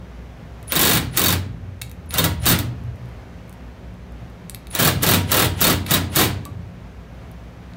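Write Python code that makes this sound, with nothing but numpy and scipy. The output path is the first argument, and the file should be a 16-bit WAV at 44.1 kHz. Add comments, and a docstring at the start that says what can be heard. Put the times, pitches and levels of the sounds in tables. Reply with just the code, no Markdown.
"""A cordless impact driver sinks a screw through a metal bracket into an aluminium patio roof in ten short bursts.
Hammer: about 40 blows/s, each a noise crack that rings steel modes, roof panel modes and a diffuse roof tail.
Roof: slow sine waves boom after each run and return weaker. Motor: a thin whistle plus whirring gear noise.
Bit and bracket click between bursts: struck modes and noise ticks. Outdoors: filtered noise wash and low hum."""
import sys
import numpy as np
from scipy import signal
from scipy.fft import rfft, irfft, next_fast_len
from scipy.io import wavfile
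from scipy.ndimage import uniform_filter1d, minimum_filter1d

SR = 44100
rng = np.random.default_rng(int(sys.argv[2]) if len(sys.argv) > 2 else 0)


def digitize_waveform(pressure):
    """Quantize a signal to 16-bit integers and store it at the path in sys.argv[1].

    Rows of a 2-D input are taken as channels; values are limited to [-1, 1].
    """
    field = np.atleast_2d(pressure).T
    bounded = np.clip(field, -1, 1)
    quanta = np.round(bounded * 32767).astype(np.int16)
    wavfile.write(sys.argv[1], SR, quanta)


N = 342392


def amp(db):
    """Decibels to gain."""
    return 10 ** (np.asarray(db) / 20)


def unit(x):
    """Scales to rms 1."""
    return x / np.sqrt(np.mean(x ** 2) + 1e-20)


def read(points, hz):
    """Interpolates (frequency, value) points on a log-frequency axis."""
    f, value = np.transpose(points)
    return np.interp(np.log(hz + 1), np.log(f), value)


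def add(mix, start_s, sound):
    """Mixes a sound in at start_s, cut at the end of the mix."""
    part = mix[max(round(start_s * SR), 0):][:len(sound)]
    part += sound[:len(part)]


def seconds(length_s):
    """Time axis [s]."""
    return np.arange(int(length_s * SR)) / SR


def colour(x, spectrum, size=4096):
    """Minimum-phase filter of energy 1 with the given spectrum shape."""
    hz = abs(np.fft.fftfreq(size, 1 / SR))
    log_gain = np.log(amp(read(spectrum, hz)))
    response = np.exp(np.conj(signal.hilbert(log_gain)))
    taps = np.fft.ifft(response).real
    return signal.oaconvolve(x, taps[:size // 2] / np.linalg.norm(taps))[:len(x)]


def ring(force, modes):
    """Excites decaying sine modes with a force signal."""
    t = seconds(max(t60_s for _, _, t60_s in modes))
    response = sum(amp(db - 60 * t / t60_s) * np.sin(2 * np.pi * hz * t) for hz, db, t60_s in modes)
    return signal.oaconvolve(force, response)[:N]


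def snap(decay_s):
    """Metal contact: exponentially decaying noise burst of energy 1."""
    t = seconds(.02)
    burst = rng.standard_normal(len(t)) * np.exp(-t / decay_s)
    return burst / np.linalg.norm(burst)


def bounce(x, delay_s=.0102, db=-11):
    """Adds one discrete reflection."""
    return x + amp(db) * np.pad(x, (round(delay_s * SR), 0))[:N]


# Roof tail decay: (frequency [Hz], t60 [s])
ROOF_T60 = [(100, 1.81), (260, 0.56), (700, 0.42), (1840, 0.37), (4850, 0.34), (12800, 0.19)]


def roof(x, build_s=0.0029, early_db=4, early_decay_s=0.012):
    """Waves spread through the ribbed panels: dense early returns, then a tail whose treble dies first."""
    hz, t, bins = signal.stft(rng.standard_normal(SR), SR, nperseg=256)
    decay = amp(-60 * t / read(ROOF_T60, hz)[:, None])
    tail = signal.istft(bins * decay, SR, nperseg=256)[1]
    t = np.arange(len(tail)) / SR
    tail *= (1 - np.exp(-t / build_s)) * (1 + amp(early_db) * np.exp(-t / early_decay_s))
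    return signal.oaconvolve(x, tail / np.linalg.norm(tail))[:N]


# Outdoor wash spectrum: (frequency [Hz], relative density [dB])
WASH_SPECTRUM = [(25, -23.5), (45, -9.5), (62, -2), (82, -1.5), (200, -9), (300, -12), (560, -14),
                 (1000, -20.5), (2200, -25.5), (4800, -37.5), (6200, -39), (7800, -45.5), (10400, -48.5),
                 (12000, -47.5), (16000, -51)]
# Distant machine hum bands: (centre [Hz], width [Hz], level [dB])
HUM = [(59.4, 8.9, -41.5), (111.7, 16, -45.5), (175, 22, -45.5), (237.3, 11, -55.5)]
# Wash level change in the upper band: (time [s], level [dB])
WASH_LEVEL = [(0, 0.5), (0.6, 0.5), (1.65, -1.5), (2.9, 0.5), (3.6, 0.5), (4.4, 0), (7.1, 0.5), (7.7, 1.5)]


def outdoors(wash_db=-42, split_hz=450, drift_db=0.64, uneven_db=1.5):
    """Drifting noise wash of distant traffic, combed by reflections, plus narrow-band noise as a wavering hum."""
    size = next_fast_len(N)
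    hz = np.fft.rfftfreq(size, 1 / SR)
    white, drone = rfft(rng.standard_normal((2, size)))
    delays_s = rng.uniform(0.0036, 0.032, size=12)
    ripple = unit(sum(np.cos(2 * np.pi * hz * delay_s) for delay_s in delays_s))
    wash = unit(irfft(white * amp(read(WASH_SPECTRUM, hz) + uneven_db * ripple), size)[:N])
    now = np.arange(N) / SR
    upper = signal.sosfiltfilt(signal.butter(2, split_hz, "highpass", fs=SR, output="sos"), wash)
    wash = wash + upper * (amp(np.interp(now, *np.transpose(WASH_LEVEL))) - 1)
    t = np.arange(0, N, 400) / SR
    drift = unit(sum(np.sin(2 * np.pi * (f * t + rng.random())) for f in np.geomspace(.3, 5, 10)))
    drifting_wash = amp(wash_db + drift_db * np.interp(now, t, drift)) * wash
    bands = sum(amp(db) * unit(1 / (1 + ((hz - f) / width_hz) ** 2) ** 2) for f, width_hz, db in HUM)
    hum = irfft(drone * bands, size)[:N]
    return drifting_wash + hum


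# Light knocks of bit and bracket: (time [s], relative bracket ring [dB], relative tick [dB])
KNOCKS = [(.6286, -24.5, -19.5), (.6815, -20, -17.5), (0.7219, 3, -11), (1.8155, -10, -3),
          (1.8192, -1.5, -2.5), (1.896, -31.5, -20.5), (1.915, -24, -14), (2.108, -8, -10.5),
          (3.495, -34, -21), (3.5275, -30, -22), (4.4968, -13, -2.5), (4.5468, -10, -6.5),
          (4.6704, -16, -18), (4.712, -15, -16), (5.864, -6.5, -6), (5.867, -6.5, -8.5), (6.453, -17, -8),
          (7.315, -38, -24), (7.736, -22, -44)]
# Bracket modes: (frequency [Hz], relative level [dB], t60 [s])
BRACKET_MODES = [(1770, -20, 0.0117), (2300, -2.5, 0.018), (2640, -2, 0.018), (3330, -6.5, 0.0068),
                 (3800, 3.5, 0.0098), (4200, -0.5, 0.0086), (4600, -8.5, 0.0047), (6550, -4.5, 0.0063)]
# Thin tick spectrum: (frequency [Hz], relative density [dB])
TICK_SPECTRUM = [(300, -17), (1500, -11), (4000, -13), (8000, -7), (12500, -1), (15500, -11.5)]
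# Span of faint ticks as the hand adjusts the bracket: (from [s], to [s])
FIDGET = (1.8, 4.48)
# Bit ring on leaving the screw: (time [s], frequency [Hz], level [dB], t60 [s])
PING = (6.459, 1150, -33.5, .17)


def knocks(ring_db=-23, tick_db=-4, wet_db=-10, lowest_hz=1500, fidget_db=-38, scatter_db=2, count=12):
    """Bit seats and bracket shifts: modes plus noise ticks, with roof tail; a sine ping as the bit slips off."""
    taps, ticks = np.zeros(N), np.zeros(N)
    for s, body_db, thin_db in KNOCKS:
        add(taps, s, amp([body_db + ring_db]))
        add(ticks, s, amp(thin_db + tick_db) * snap(decay_s=0.0014))
    for s in rng.uniform(*FIDGET, size=count):
        add(ticks, s, amp(fidget_db + scatter_db * rng.standard_normal()) * snap(decay_s=.003))
    # a small part radiates little bass
    highpass = signal.butter(2, lowest_hz, "highpass", fs=SR, output="sos")
    bracket = signal.sosfilt(highpass, ring(taps, BRACKET_MODES))
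    sound = bounce(bracket + colour(ticks, TICK_SPECTRUM), db=-14.5)
    sound = sound + amp(wet_db) * roof(sound, build_s=.004, early_db=-8, early_decay_s=.012)
    s, hz, db, t60_s = PING
    t = seconds(.5)
    add(sound, s, amp(db - 60 * t / t60_s) * np.sin(2 * np.pi * hz * t))
    return sound


# Slow roof waves, main mode first: (frequency [Hz], relative level [dB], crest after last blow [s],
#   length [s], round trip [s], level change per trip [dB])
ROOF_WAVES = [(92.3, 0, 0.04, 0.11, .32, -9.5), (121.2, -1.5, -0.0076, 0.06, .185, -3.5),
              (75.4, -9, -0.061, 0.17, .39, -9.5), (165.5, -0.5, 0.004, 0.039, .15, -14.5)]


def booms(waver_hz=1.6, count=4):
    """Each run launches slow waves along the roof; they swell, fade and return weaker after each round trip."""
    t, coarse_t, out = np.arange(N) / SR, np.arange(0, N, 200) / SR, np.zeros(N)
    for k, (hz, db, lag_s, length_s, trip_s, loss_db) in enumerate(ROOF_WAVES):
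        power = np.zeros(len(coarse_t))
        for start_s, strokes, gap_s, stall_s, *_, main_db, other_db in RUNS:
            crest_s = start_s + stall_s + (round(strokes) - 1) * gap_s + lag_s
            boom_db = (other_db if k else main_db) + db
            for n in range(count):
                swell = np.exp(-((coarse_t - crest_s - n * trip_s) / length_s) ** 2)
                power += (amp(boom_db + n * loss_db) * swell) ** 2
        waver = unit(uniform_filter1d(rng.standard_normal(len(coarse_t)), size=30))
        pitch_hz = np.interp(t, coarse_t, hz + waver_hz * waver)
        level = np.interp(t, coarse_t, np.sqrt(power))
        out += level * np.sin(2 * np.pi * np.cumsum(pitch_hz) / SR)
    return out


# Trigger pulls: (start [s], release [s], relative whistle level [dB], relative gear level [dB])
PULLS = [(0.673, 0.981, 8.5, 0.5), (1.108, 1.346, -6, -1), (2.088, 2.258, 4, -1.5), (2.397, 2.553, -1.5, 1),
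         (4.7, 4.889, 4.5, 0.5), (4.987, 5.161, -14, 2.5), (5.257, 5.458, -8, 3), (5.547, 5.73, -7, 0.5),
         (5.842, 5.972, -9, 2), (6.095, 6.253, -6, 0.5)]
# Gear noise spectrum: (frequency [Hz], relative density [dB])
GEAR_SPECTRUM = [(100, -8), (500, 4), (1500, 2.5), (3300, 2.5), (6000, -7.5), (10000, -6.5), (15500, -15.5)]


def motor(switch_hz=9920, nominal_turn_hz=750, spin_up_s=.036, brake_s=0.012, whistle_db=-44, gears_db=-28.0,
          gears_rise_s=0.07, swell_power=0.9, sag=.25, flutter=.5, wet_db=-3):
    """Speed controller whistle splits into three lines as the rotor spins up; gears whirr as modulated noise."""
    whistle, whirr = np.zeros(N), np.zeros(N)
    for start_s, stop_s, tone_db, gear_db in PULLS:
        t = seconds(stop_s - start_s + .1)
        running = np.exp(-np.maximum(t - (stop_s - start_s), 0) / brake_s)
        speed = (1 - np.exp(-np.maximum(t - .008, 0) / spin_up_s)) * running
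        # winding the hammer spring makes the rotor load fluctuate
        load = unit(uniform_filter1d(rng.standard_normal(len(t)), size=600)) * speed ** 3
        turn = 2 * np.pi * np.cumsum(nominal_turn_hz * speed * (1 - sag * load)) / SR
        carrier = 2 * np.pi * switch_hz * t
        lines = np.sin(carrier - turn) + 0.34 * np.sin(carrier + turn) + .3 * np.sin(carrier - 2 * turn)
        # commutation roughens the whistle
        lines *= 1 + flutter * unit(uniform_filter1d(rng.standard_normal(len(t)), size=60))
        add(whistle, start_s, amp(tone_db) * lines * running * np.minimum(t / 0.013, 1))
        teeth = rng.standard_normal(len(t)) * (1 + .6 * np.cos(turn))
        rise = np.minimum(t / gears_rise_s, 1) ** swell_power
        add(whirr, start_s, amp(gear_db) * teeth * speed * rise)
    sound = amp(whistle_db) * whistle + amp(gears_db) * colour(whirr, GEAR_SPECTRUM)
    return sound + amp(wet_db) * roof(sound)


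# Hammer runs, one per pull: (first blow [s], blow count, blow gap [s], offset of later blows [s],
#   relative crack [dB], first blow accent [dB], share passed to roof [dB], change by last blow [dB],
#   relative panel ring [dB], main boom [dB], other booms [dB])
RUNS = [(0.762, 11, 0.02, 0.01, 2.5, -3.5, -1, -6, -19, -32, -23.5),
        (1.1728, 8, 0.022, -0.00052, 1.5, 8.5, -3.5, -4, 0, -21, -28.5),
        (2.1822, 2, .025, 0.034, 3.5, 8.5, 0, 0, 7, -23.5, -22),
        (2.4629, 3, 0.027, -0.0026, 8.5, -1, 1.5, -2, 1, -23.5, -16.5),
        (4.7992, 4, 0.025, -0.00063, -3.5, 2, 1, 0, 5, -22, -31.5),
        (5.0303, 5, 0.024, 0.01, -2.5, 1.5, 0, 0.5, 3.5, -19, -23),
        (5.3173, 6, 0.026, -.001, 1.5, 3, 0, -8, 7, -23.5, -23.5),
        (5.6132, 5, 0.029, -0.0019, 4, 3.5, 1, -10, 7, -24.5, -27.5),
        (5.9089, 3, .02, .008, 1, -5.5, 2.5, -14.5, -5, -23.5, -37),
        (6.1597, 4, 0.026, 0, -1.5, 6, 3, -8.5, 0, -24, -26)]
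# Lone clacks, hammer catching once outside the even beat: (time [s], relative crack [dB], share to roof [dB])
CLACKS = [(0.7212, -3.5, -6.5), (0.755, -6.5, -5), (2.14, -7, -8.5), (2.4558, -13, -9), (2.5888, -6.5, -11),
          (4.7508, -1.5, -11.5), (4.7887, -13, -0.5), (5.0228, -18, -7)]


def blows(fade_power=4, crack_scatter_db=3.5, roof_scatter_db=-1, jitter_s=.0004):
    """Lists blows (time [s], crack, roof, panel ring [dB]): jittered beat, level easing late in each run."""
    out = [(s, crack_db, roof_db, 0) for s, crack_db, roof_db in CLACKS]
    for start_s, count, gap_s, stall_s, crack_db, accent_db, roof_db, fade_db, panel_db, *_ in RUNS:
        k = np.arange(round(count))
        early, harder, deeper = rng.standard_normal((len(k), 3)).T
        times_s = start_s + k * gap_s + (k > 0) * (stall_s + jitter_s * early)
        # the trigger is let go near the end
        easing_db = fade_db * (k / k[-1]) ** max(fade_power, 1)
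        cracks_db = crack_db + easing_db + accent_db * (k == 0) + crack_scatter_db * harder
        shakes_db = roof_db + easing_db + roof_scatter_db * deeper
        out += zip(times_s, cracks_db, shakes_db, np.full(len(k), panel_db))
    return out


# Crack spectrum: (frequency [Hz], relative density [dB])
CRACK_SPECTRUM = [(200, -22), (1200, 0), (3800, -1.5), (5500, 3.5), (8800, 4), (10300, 1), (11000, 3.5),
                  (12500, 6.5), (14200, 5), (15100, 3.5), (15700, 3)]
# Roof rattle spectrum: (frequency [Hz], relative density [dB])
RATTLE_SPECTRUM = [(35, -23), (110, 9), (165, 12.5), (215, 7.5), (300, 7), (550, 0.5), (800, 0.5),
                   (1400, 0), (2000, -1), (3150, -2), (3700, 0), (4450, -2), (5200, -8.5), (7000, -6.5),
                   (9300, -4.5), (10350, -12.5), (10900, -5), (15300, -1)]
# Steel bit modes: (nominal frequency [Hz], relative level [dB], t60 [s])
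STEEL_MODES = [(3735, 4, 0.052), (3836, 0.5, 0.055), (4415, 0, 0.078), (8160, -18, 0.08),
               (12300, 1.5, .025), (13470, -4, .02), (15400, 8.5, 0.027), (15300, 4, .02)]
# Roof panel modes: (frequency [Hz], relative level [dB], t60 [s])
PANEL_MODES = [(158, -7, 0.4), (271, -6.5, 0.25), (305.3, -1.5, 0.42), (385.8, -1.5, 0.36),
               (450.6, -4.5, 0.21), (514, -3, 0.18), (605, -4.5, 0.34), (692, -4, 0.23), (950, -6.5, 0.51),
               (1138, -3, 0.21), (1311, -4, 0.21), (1324, -3, 0.19), (1430, -7, 0.15), (1667, -2, 0.22)]


def hammer(crack_db=8.5, rebound_db=-7, rebound_within_s=.01, graze_db=-19, graze_lead_s=.006, rattle_db=13,
           after_db=-7, steel_db=-27, panels_db=-33, detune=0.019, count=3):
    """Each blow grazes, cracks and rebounds twice; contacts ring the steel bit, pushes shake roof and panels."""
    pushes, (contacts, shakes) = np.zeros(N), np.zeros((2, count, N))
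    for k, (s, db, roof_db, panel_db) in enumerate(blows()):
        # the bit turns, so successive blows meet screw and roof differently
        cracks, shake = contacts[k % count], shakes[k % count]
        # the lugs touch just before they lock
        add(cracks, s - graze_lead_s, amp(db + graze_db + roof_db) * snap(decay_s=0.0023))
        add(cracks, s, amp(db) * snap(decay_s=0.0015))
        add(shake, s, amp([roof_db]))
        add(pushes, s, amp([roof_db + panel_db]))
        for wait_s in rng.uniform(.002, rebound_within_s, size=2):
            add(cracks, s + wait_s, amp(db + rebound_db + roof_db) * snap(decay_s=.0007))
            # the screw slips on between rebounds
            add(shake, s + wait_s / 2, amp([roof_db + after_db]))
    rattle = colour(sum(roof(shake) for shake in shakes), RATTLE_SPECTRUM)
    # each seating of the bit rings at a slightly different pitch
    shifts = 1 + detune * np.linspace(-1, 1, count)
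    steel = np.zeros(N)
    for cracks, shift in zip(contacts, shifts):
        steel += ring(cracks, [(hz * shift, db, t60_s) for hz, db, t60_s in STEEL_MODES])
    direct = amp(crack_db) * colour(contacts.sum(0), CRACK_SPECTRUM) + amp(steel_db) * steel
    panels = amp(panels_db) * ring(pushes, PANEL_MODES)
    return bounce(direct, db=-11.5) + amp(rattle_db) * rattle + panels


def scene():
    """Sums driver, roof, bracket and outdoors to one channel."""
    return (hammer() + booms() + motor() + knocks() + outdoors())[None]


def record(dry, ceiling=0.66, size=61, edge_hz=15780):
    """Fast limiter on the loudest peaks, then a linear-phase low-pass."""
    gain = minimum_filter1d(ceiling / np.maximum(abs(dry), ceiling), size)
    held = dry * uniform_filter1d(gain, size)
    lowpass = signal.firwin(801, edge_hz, window=("kaiser", 8), fs=SR)
    return signal.oaconvolve(held, lowpass[None], "same")


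dry = scene()
out = record(dry)
digitize_waveform(out)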